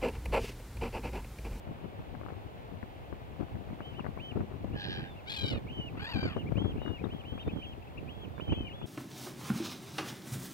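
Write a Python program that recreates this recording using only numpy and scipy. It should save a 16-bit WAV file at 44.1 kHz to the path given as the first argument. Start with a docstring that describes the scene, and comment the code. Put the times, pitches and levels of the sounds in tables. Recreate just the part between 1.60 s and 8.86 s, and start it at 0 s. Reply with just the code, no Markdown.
"""A gull colony on a windy shingle shore. From the start, turbulent gusts buffet each of two
microphones over the steady wash of the shore and a faint hiss. After about 2 s distant
oystercatchers begin to pipe arched, almost pure whistles. Between 3.1 and 4.8 s a nearer gull
gives three harsh, rattling calls: a pulsed harmonic source filtered by its throat and bill.
The piping and the wind go on to the end."""
import sys
import numpy as np
from scipy import signal
from scipy.fft import rfft, irfft, next_fast_len
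from scipy.io import wavfile
from scipy.ndimage import uniform_filter1d

SR = 44100
rng = np.random.default_rng(int(sys.argv[2]) if len(sys.argv) > 2 else 0)


def master(y):
    """Save y as 16-bit WAV."""
    cut = np.clip(np.atleast_2d(y).T, -1, 1)
    pcm = np.round(cut * 32767)  # scale
    wavfile.write(sys.argv[1], SR, pcm.astype(np.int16))


N = 320166
TIME = np.arange(N) / SR
TOP_HZ = 15800
SIDES = np.array([[1], [-1]])  # left, right


def undb(db):
    """Amplitude ratio of a level in decibels."""
    return 10 ** (np.asarray(db) / 20)


def unit(x):
    """Normalisation to an rms of 1."""
    return x / np.sqrt(np.mean(x ** 2) + 1e-20)


def steady(x, window_s=0.033):
    """Normalisation by the running rms, which flattens the envelope."""
    return x / np.sqrt(np.abs(uniform_filter1d(x ** 2, int(window_s * SR))) + 1e-12)


def response(spectrum, hz):
    """Gain of a (frequency [Hz], level [dB]) spectrum, interpolated in log frequency."""
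    f, db = np.transpose(spectrum)
    return undb(np.interp(np.log(hz + 1), np.log(f), db))


def colour(x, gain):
    """Linear filtering: the spectrum of x is multiplied by gain(frequency)."""
    n = x.shape[-1]
    size = next_fast_len(n)
    return irfft(rfft(x, size) * gain(np.arange(size // 2 + 1) * SR / size), size)[..., :n]


def walk(rate, n=N):
    """Smooth random modulation with `rate` new values a second and a spread near 1."""
    k = max(int(SR / rate), 1)
    held = np.repeat(rng.standard_normal(n // k + 2), k)[rng.integers(k):][:n]
    return 1.35 * uniform_filter1d(uniform_filter1d(held, k), k)


def add(out, start, x):
    """Superposition of a stereo signal from `start` seconds on."""
    i = int(np.clip(start * SR, 0, N))
    out[:, i:i + x.shape[1]] += x[:, :N - i]


def place(x, lead_ms, pan_db):
    """Time and level differences: sound from the left reaches the left microphone first."""
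    late = colour(x, lambda f: np.exp(-2j * np.pi * f * lead_ms / 1000))
    return np.array([x, late]) * undb(SIDES * pan_db / 2)


def shares(pan_db):
    """Constant-power law: left and right gains that split one power between the microphones."""
    return np.sqrt(2 / (1 + undb(-2 * SIDES * pan_db)))


def scatter(x, wet_db, t60):
    """Diffuse reflection from the shingle and the bank adds a short, exponentially decaying tail."""
    t = np.arange(SR // 2) / SR
    tail = rng.standard_normal((2, len(t))) * np.exp(-np.log(1000) * t / t60) * (t > .004)
    tail /= np.sqrt(np.sum(tail ** 2, axis=1, keepdims=True))
    return x + undb(wet_db) * signal.fftconvolve(x, tail, axes=1)[:, :N]


def shade(x, hz=2420, width_hz=280):
    """Diffraction round the recorder's body shifts the right channel's phase in one narrow band."""
    def all_pass(f):
        detune = 1j * (f ** 2 - hz ** 2)
        return (detune - f * width_hz) / (detune + f * width_hz)
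    return np.array([x[0], colour(x[1], all_pass)])


def shore(level_db=-47, shared=0.56, ebb_db_per_s=0.2048):
    """Partial coherence: the microphones share some of the ebbing wash, but none of their hiss."""
    # spectrum of the shore with the microphones' hiss: (frequency [Hz], relative density [dB])
    spectrum = [(18, -41), (30, -11), (69, 0), (111, -0.5), (202, -11), (767, -10), (1230, -21.5),
                (1680, -24), (2690, -25), (3400, -28.5), (5450, -42.5), (9680, -48), (15500, -42.5)]
    noise = unit(colour(rng.standard_normal((3, N)), lambda f: response(spectrum, f)))
    own, common = noise[:2], noise[2]
    mid_band = lambda f: f ** 2 / (f ** 2 + 250 ** 2) / (1 + (f / 5000) ** 4)
    own_wash = colour(own, mid_band)
    common_wash = place(colour(common, mid_band), lead_ms=0.4, pan_db=0)
    wash = np.sqrt(1 - shared) * own_wash + np.sqrt(shared) * common_wash
    wash_db = 0.08 - ebb_db_per_s * TIME + 0.34 * walk(13)
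    hiss = own - own_wash
    return undb(level_db) * (hiss + wash * undb(wash_db))


def airflow(breeze_db=-2, gust_db=1, puff_db=2.5, puffs_per_s=15):
    """Incoherent addition: the powers of breeze and gusts sum to each microphone's wind level in dB."""
    # the breeze between gusts: (time [s], relative level [dB], left minus right [dB])
    breeze = [(0.0, -48.5, 11), (1.0, -50, 11), (2.0, -44.5, 13.5), (2.7, -40, 17), (3.0, -42.5, 1),
              (3.4, -40.5, -8.5), (3.6, -48, 5), (3.9, -39, -4), (4.5, -42.5, -3.5), (5.0, -34.5, 4.5),
              (5.35, -46.5, 12), (5.8, -41.5, 0.5), (6.1, -47.0, 9), (6.3, -47, 1), (6.5, -42.5, -7),
              (6.8, -62, -5), (7.0, -36.5, 3), (7.26, -45.5, 4)]
    # gusts on the microphones: (start [s], length [s], relative level [dB], left minus right [dB])
    gusts = [(0.065, 0.06, -40, 0.5), (0.217, 0.091, -43, 15), (0.38, 0.042, -40.5, 1),
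             (0.512, 0.066, -38, 20), (0.58, 0.23, -44, 11), (0.85, 0.03, -47, 21), (1.087, 0.041, -41, 14),
             (1.227, 0.016, -37.5, 22.5), (1.519, 0.036, -38.5, 14.5), (1.798, 0.051, -37.0, 14),
             (1.921, 0.048, -37, 3), (2.07, 0.067, -37.5, 2), (2.19, 0.05, -42, 7),
             (2.338, 0.22, -41.5, 27), (2.572, 0.043, -36.5, 26), (2.755, 0.088, -34.5, 3.5),
             (3.031, 0.089, -36.5, 25), (3.125, 0.066, -36.5, -0.5), (3.256, 0.17, -40.5, 1),
             (3.823, 0.043, -36, 3), (3.907, 0.08, -36, -5.5), (4.043, 0.02, -35.5, 2),
             (4.175, 0.037, -35, 4), (4.298, 0.13, -40.5, 5), (4.541, 0.065, -33.5, 5),
             (4.623, 0.067, -30.5, 2.5), (4.765, 0.014, -27.5, 21), (4.814, 0.093, -42, -10),
             (4.957, 0.21, -36.5, 3), (5.192, 0.16, -38.5, 13), (5.395, 0.11, -36.5, 11),
             (5.528, 0.035, -36, 6), (5.714, 0.093, -40, 18), (5.868, 0.023, -31.5, 3),
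             (5.934, 0.0623, -37, -4.5), (6.366, 0.076, -44.0, -4), (6.563, 0.3, -44.5, -9),
             (6.882, 0.056, -30, -1), (6.967, 0.058, -35.5, 0), (7.227, 0.08, -36.5, 7)]
    attack_s, release_s = 0.022, 0.017
    times, *columns = np.transpose(breeze)
    db, pan_db = [np.interp(TIME, times, column) for column in columns]
    puffs = np.array([walk(puffs_per_s), walk(puffs_per_s)])
    power = (shares(pan_db) * undb(db + breeze_db + puff_db * puffs)) ** 2
    for start, length, db, pan_db in gusts:
        t = np.arange(-attack_s / 2, length + release_s / 2, 1 / SR)
        envelope = np.clip(np.minimum(t / attack_s, (length - t) / release_s) + .5, 0, 1)
        add(power, start + t[0], (shares(pan_db) * envelope * undb(db + gust_db)) ** 2)
    return 10 * np.log10(power)


def wind(flow_db, eddy_db=2.0, eddy_growth_db=3.0, gust_tilt=0.14, eddy_limit=1.45):
    """Intermittent turbulence: stronger gusts are brighter, and higher bands come in sharper bursts."""
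    # spectrum of the turbulent pressure: (frequency [Hz], relative density [dB])
    spectrum = [(20, -32), (45, -8.5), (90, 0.5), (150, -3.5), (300, -6.5), (500, -14.5), (800, -23.5),
                (1300, -29.5), (2500, -42), (5000, -61)]
    out = np.zeros((2, N))
    for channel, gust_db in enumerate(flow_db):
        air = unit(colour(rng.standard_normal(N), lambda f: response(spectrum, f)))
        eddies = np.minimum(0.45 * walk(50) + 0.95 * walk(200), eddy_limit)
        for rank, edge_hz in enumerate([100, 220, 480, 1000, 8000]):
            band = colour(air, lambda f: 1 / (1 + (f / edge_hz) ** 4))
            air = air - band
            tilt_db = gust_tilt * rank * (gust_db + 45)
            spread_db = eddy_db + eddy_growth_db * rank
            excess_db = spread_db ** 2 * np.log(10) / 20  # offsets the power that bursts would add
            out[channel] += band * undb(gust_db + tilt_db + spread_db * eddies - excess_db)
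    return out


def pop(hz, flutter_gain=0.44, decay_s=0.0042, dull_hz=1900):
    """An eddy's impact: one steep pressure swing, then a damped flutter; `hz` scales both spectra."""
    t = np.arange(int(.03 * SR)) / SR - .003
    angle = 2 * np.pi * hz * .75 * (t - .001)
    swing = np.tanh(4 * angle) / (1 + (angle / 1.86) ** 2)
    noise = rng.standard_normal(len(t))
    flutter = unit(colour(noise, lambda f: f / (f + 300) / (1 + (f / (2 * hz)) ** 2)))
    decay = (t > 0) * np.exp(-np.abs(t) / decay_s)
    pressure = rng.choice([-1, 1]) * swing + flutter_gain * flutter * decay
    taper = signal.windows.tukey(len(t), .2)
    return taper * colour(pressure, lambda f: f / (f + 150) / (1 + (f / dull_hz) ** 6))


def crackle(flow_db, pops_per_s=45, spread_db=3, hz=780, follow=0.44, right_db=-4):
    """A Poisson process of small eddies that grow with the gust; the left microphone is more exposed."""
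    out = np.zeros((2, N))
    shapes = np.array([pop(hz) for _ in range(8)])
    n = shapes.shape[1]
    for channel, gust_db in enumerate(flow_db):
        chance_db = spread_db * np.clip(rng.standard_normal(N), -2, 1.5)
        size = undb(-38 + follow * (gust_db + 27) + channel * right_db + chance_db)
        hits = rng.random(N) < pops_per_s / SR
        kind = rng.integers(len(shapes), size=N)
        for i in np.flatnonzero(hits[:N - n]):
            out[channel, i:i + n] += size[i] * shapes[kind[i]]
    return out


def buffets(gain_db=4, lopsided=1.8):
    """Turbulent pressure is local: the strongest eddies strike the two microphones unequally."""
    # single eddies: (time [s], relative level [dB], frequency scale [Hz],
    #   left minus right before the factor `lopsided` [dB])
    eddies = [(0.078, -41.5, 869, 17), (0.242, -41, 641, 2), (0.55, -35.5, 557, 14), (0.613, -34, 452, 6),
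              (0.634, -37, 487, 12), (0.663, -35, 719, 13), (0.685, -36, 826, 11), (0.704, -35, 452, 14),
              (1.228, -33.5, 910, 5), (1.526, -33.5, 522, 9.5), (1.822, -37, 458, 13.0),
              (2.205, -31, 740, 8), (2.394, -28, 470, 6), (2.444, -33, 630, 16.5), (2.453, -31.5, 452, 23),
              (2.464, -25.5, 835, 8), (2.574, -31.5, 484, 14.0), (2.806, -33, 452, 8), (3.083, -45, 452, 5),
              (4.63, -32, 474, 23), (4.653, -40, 455, -8.5), (5.217, -33, 608, 16.5),
              (5.262, -34.5, 595, 17.5), (5.279, -29.5, 557, 13.0), (5.441, -31, 466, 9),
              (5.778, -35, 452, 11.0), (6.78, -33, 633, -5), (6.798, -31, 530, -15), (6.896, -42, 487, 3),
              (7.215, -34, 466, 2)]
    out = np.zeros((2, N))
    for time, db, hz, pan_db in eddies:
        impact = np.array([pop(hz), pop(hz)])
        add(out, time - .003, impact * shares(lopsided * pan_db) * undb(db + gain_db))
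    return out


def whistle(hz, waver=0.0068, ring_hz=2750, ring_db=5, ring_width_hz=330):
    """Resonance: an almost pure, wavering tone flares as it sweeps through the throat's formant."""
    phase = 2 * np.pi * np.cumsum(hz * (1 + waver * walk(114.5, len(hz)))) / SR
    tone = np.sin(phase) + undb(-35) * np.sin(2 * phase)
    flare_db = ring_db * np.exp(-((hz - ring_hz) / ring_width_hz) ** 2)
    flutter_db = 2.6 * walk(80, len(hz))
    return unit(tone * undb(flare_db + flutter_db))


def oystercatchers(lead_ms=0.45):
    """Frequency modulation: a note creeps up, leaps to its held pitch and drops; a pip is one arch."""
    # piping notes: (start [s], end [s], first held pitch [Hz], last held pitch [Hz], final level [dB],
    #   swell from start to end [dB], mid-note boost [dB], left minus right [dB])
    notes = [ (2.186, 2.35, 3060, 3120, -60.5, -3, 6, 0), (2.319, 2.416, 2980, 3040, -52.5, 7, 6, 1.5),
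             (2.575, 2.727, 3090, 3090, -47, 3.5, -3, -1.5), (3.101, 3.232, 3000, 3058, -63, -4, 3, 0),
             (3.423, 3.573, 3600, 3460, -65.5, 0, 2, 0), (3.53, 3.613, 2850, 2730, -59, 4, -7, 3),
             (3.72, 3.98, 3080, 2900, -58, -5, 3, -12), (4.055, 4.213, 2980, 3000, -54, 18, -9, -6),
             (4.06, 4.302, 3030, 2890, -50.5, 2, 5.5, 0), (4.085, 4.207, 3250, 3176, -57, -2, 0, -6),
             (4.684, 4.835, 3270, 2836, -53.5, 0, -4, 0), (4.717, 4.835, 3050, 3090, -55, 9, 0, 0),
             (4.944, 5.131, 3215, 3260, -46, 5.5, -1, -2), (5.145, 5.24, 3000, 3070, -63, -3, 0, 7),
             (5.161, 5.387, 2890, 2863, -52.5, 5.5, 5, 2.5), (5.187, 5.335, 3750, 3600, -64.5, 6, -3, -10),
             (5.48, 5.624, 3200, 3200, -49, 7, -7, 1), (5.625, 5.842, 3110, 3250, -54, -1.5, -1, -0.5),
             (5.769, 5.922, 3200, 3090, -54, -1.5, -17, 1), (5.789, 5.9, 3600, 3600, -59.5, 1, -5, 6),
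             (5.876, 6.067, 3350, 2990, -54, 3, 2, -2), (6.003, 6.145, 3250, 3169, -54, -2.5, 5, 1.5),
             (6.467, 6.661, 3290, 3280, -52, -0.5, -12, 1), (6.675, 6.83, 3600, 3500, -67, 8, -1, 2),
             (6.78, 6.943, 3200, 3060, -45.5, 4, -4, -0.5), (6.881, 7.093, 3340, 2943, -54, -5.5, 2, 3.5),
             (6.908, 7.135, 3080, 2940, -55, -5, 0.5, 4.5), (6.926, 7.104, 2650, 2400, -54, 8, -7, 9),
             (7.101, 7.304, 3400, 3380, -56, -4, -3, 3.5), (7.199, 7.35, 3270, 3160, -48.5, 9, 3.5, 2)]
    # short pips: (middle [s], length [s], nominal top pitch [Hz], level [dB])
    pips = [(4.878, 0.042, 2440, -54), (5.405, 0.062, 2540, -57), (5.447, 0.022, 3810, -57.5),
            (5.899, 0.049, 2596, -56), (6.228, .03, 2750, -63.5), (6.279, 0.025, 2680, -62),
            (6.383, 0.0276, 2840, -49.5)]
    out = np.zeros((2, N))
    for start, end, first_hz, last_hz, db, swell_db, dip_db, pan_db in notes:
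        t = np.arange(int((end - start) * SR)) / SR
        remaining = t[-1] - t
        held = np.clip((t - .05) / max(t[-1] - .085, .01), 0, 1)
        arch = np.sin(np.pi * held)
        rise = np.interp(t, [0, .022, .028, .034, .046, .065], [.69, .77, .87, .94, .98, 1])
        fall = np.interp(remaining, [0, .007, .013, .022, .04], [.67, .78, .92, .98, 1])
        # the thin, high notes hardly sweep and fade in and out slowly
        thin = np.clip((first_hz - 3400) / 200, 0, 1)
        held_hz = (first_hz + (last_hz - first_hz) * held) * (1 + 0.0091 * arch)
        hz = held_hz * (rise * fall) ** (1 - 1.1 * thin)
        envelope = np.clip(t / (.03 + .02 * thin), 0, 1) * np.clip(remaining / (.014 + .03 * thin), 0, 1)
        note = whistle(hz) * envelope * undb(db + swell_db * (t / t[-1] - 1) + dip_db * arch)
        add(out, start, place(note, lead_ms + 0.0048 * rng.standard_normal() + 0.11 * thin, pan_db))
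    for middle, length, top_hz, db in pips:
        u = np.linspace(-1, 1, int(length * SR))
        hz = top_hz * (.8 + 0.192 * np.exp(-3 * u ** 2))
        pip = whistle(hz) * np.cos(np.pi * u / 2) * undb(db)
        add(out, middle - length / 2, place(pip, lead_ms=0.442, pan_db=11))
    return out


def gull_cry(call, throat, rattle, jitter=0.0148, stray=0.01165, flicker_db=3, bill_hz=3200):
    """Source and filter: harmonics and rasp, chopped into uneven pulses, pass the throat and bill."""
    start, length, attack_s, release_s, db, open_db, top_hz, sag, scoop, crack_at, crack_s, leap = call
    break_at, rate, arch, rasp, lead_ms, pan_db = rattle
    n = int(length * SR)
    age = np.arange(n) / SR
    t = start + age
    # effort rises, holds and fails, carrying pitch, level and bill with it
    slack = 1 - np.clip(np.minimum(age / attack_s, (length - age) / release_s), 0, 1)
    crack = leap * np.exp(-((t - crack_at) / crack_s) ** 2)
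    rasp = rasp + 1.8 * crack
    level_db = db - 11 * slack ** 2 - crack
    bright_db = open_db - 19 * slack
    pitch = (top_hz - sag * age) * (1 - scoop * slack) * (1 + crack)
    cycle = ((t - break_at) * rate + .04 * walk(30, n)) % 1
    gap = .92 * np.exp(-(np.minimum(cycle, 1 - cycle) / (rate * .0026)) ** 2)
    # the pitch arches in each pulse, strays between pulses and trembles most around the breaks
    bend = arch * (np.sin(np.pi * cycle ** 0.827) - .8)
    drift = stray * walk(50.6, n)
    tremble = jitter * walk(700, n) * (rasp + .1 + gap)
    hz = pitch * (1 + bend + drift + tremble)
    phase = 2 * np.pi * np.cumsum(hz) / SR
    harmonics = np.zeros(n)
    for k in range(1, 20):
        partial = np.cos(k * phase + rng.uniform(0, 2 * np.pi)) * (k * hz < TOP_HZ)
        harmonics += partial * undb(flicker_db * walk(52.3, n))
    noise = rng.standard_normal(n) * (1 + np.cos(phase)) * undb(3.5 * walk(40, n))
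    pulses = undb(2 * walk(43, n)) * (1 - gap)
    source = pulses * (unit(harmonics) + rasp * noise)
    voice = colour(source, lambda f: response(throat, f) * f ** 4 / (f ** 4 + 450 ** 4))
    # the bill opens and lets out the upper partials
    upper = colour(voice, lambda f: 1 - 1 / (1 + (f / bill_hz) ** 12))
    cry = (steady(voice - upper) + steady(upper) * undb(bright_db)) * undb(level_db)
    return place(cry * signal.windows.tukey(n, .08), lead_ms, pan_db)


def gull():
    """Formants and pulse rate set the timbre of each of the gull's three calls."""
    # calls: (start [s], length [s], attack [s], release [s], low-band level [dB],
    #   open-bill brightness [dB], pitch [Hz], sag [Hz/s], pitch lost without effort [ratio],
    #   time of the voice crack [s], its half-width [s], its pitch leap [ratio])
    calls = [(3.14, 0.37, .065, 0.18, -45.5, -0.5, 813, 129, -0.068, 3.19, 0.016, 0.029),
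             (3.652, 0.35, .047, .11, -47, 5, 872, 438, .25, 3.752, .011, 0.17),
             (4.362, .4, .075, .11, -44, -5, 852.3, 259.7, .3, 4.502, .032, 0.22)]
    # throat response, one table a call: (frequency [Hz], gain [dB])
    throats = [
        [(500, -44), (820, 7.5), (1200, -27), (1650, 16.5), (2300, -2.5), (3050, 6), (3900, 1), (4900, -7.5),
         (5600, -20.5), (7000, -36), (11000, -40), (15000, -46)],
        [(500, -20.5), (820, -7), (1600, 3), (2400, 2.5), (3200, 3), (4000, 2.5), (4850, -8), (5700, -19),
         (6500, -27), (7400, -18.5), (9200, -44), (11000, -25), (15000, -41)],
        [(500, -10), (900, 6.5), (1750, 7), (2500, 4.5), (3200, 5), (3900, -1.5), (4700, 3), (5500, -31),
         (7200, -22.5), (9200, -41), (11500, -27.5), (15000, -40)],
    ]
    # rattle, one row a call: (time of one break [s], break rate [1/s], pitch arch [ratio],
    #   rasp [ratio], left lead [ms], left minus right [dB])
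    rattles = [(3.336, 91, 0.079, 0.99, 0.16, -1), (3.806, 43.9, .052, 0.26, 0.215, 4.5),
               (4.578, 43, .095, 0.35, 0.15, 3.5)]
    out = np.zeros((2, N))
    for call, throat, rattle in zip(calls, throats, rattles):
        add(out, call[0], gull_cry(call, throat, rattle))
    return out


def scene():
    """Superposition of the shore, wind on the microphones, distant pipers and a near gull."""
    near = scatter(shade(gull()), wet_db=-17, t60=.08)
    far = scatter(oystercatchers(), wet_db=-14, t60=0.095)
    flow_db = airflow()
    return shore() + wind(flow_db) + buffets() + crackle(flow_db) + far + near


def record(dry):
    """Band limiting: the recorder's steep low-pass filter cuts the top."""
    low_pass = signal.ellip(10, .2, 70, TOP_HZ, fs=SR, output="sos")
    return signal.sosfilt(low_pass, dry * signal.windows.tukey(N, .001))


dry = scene()
out = record(dry)
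master(out)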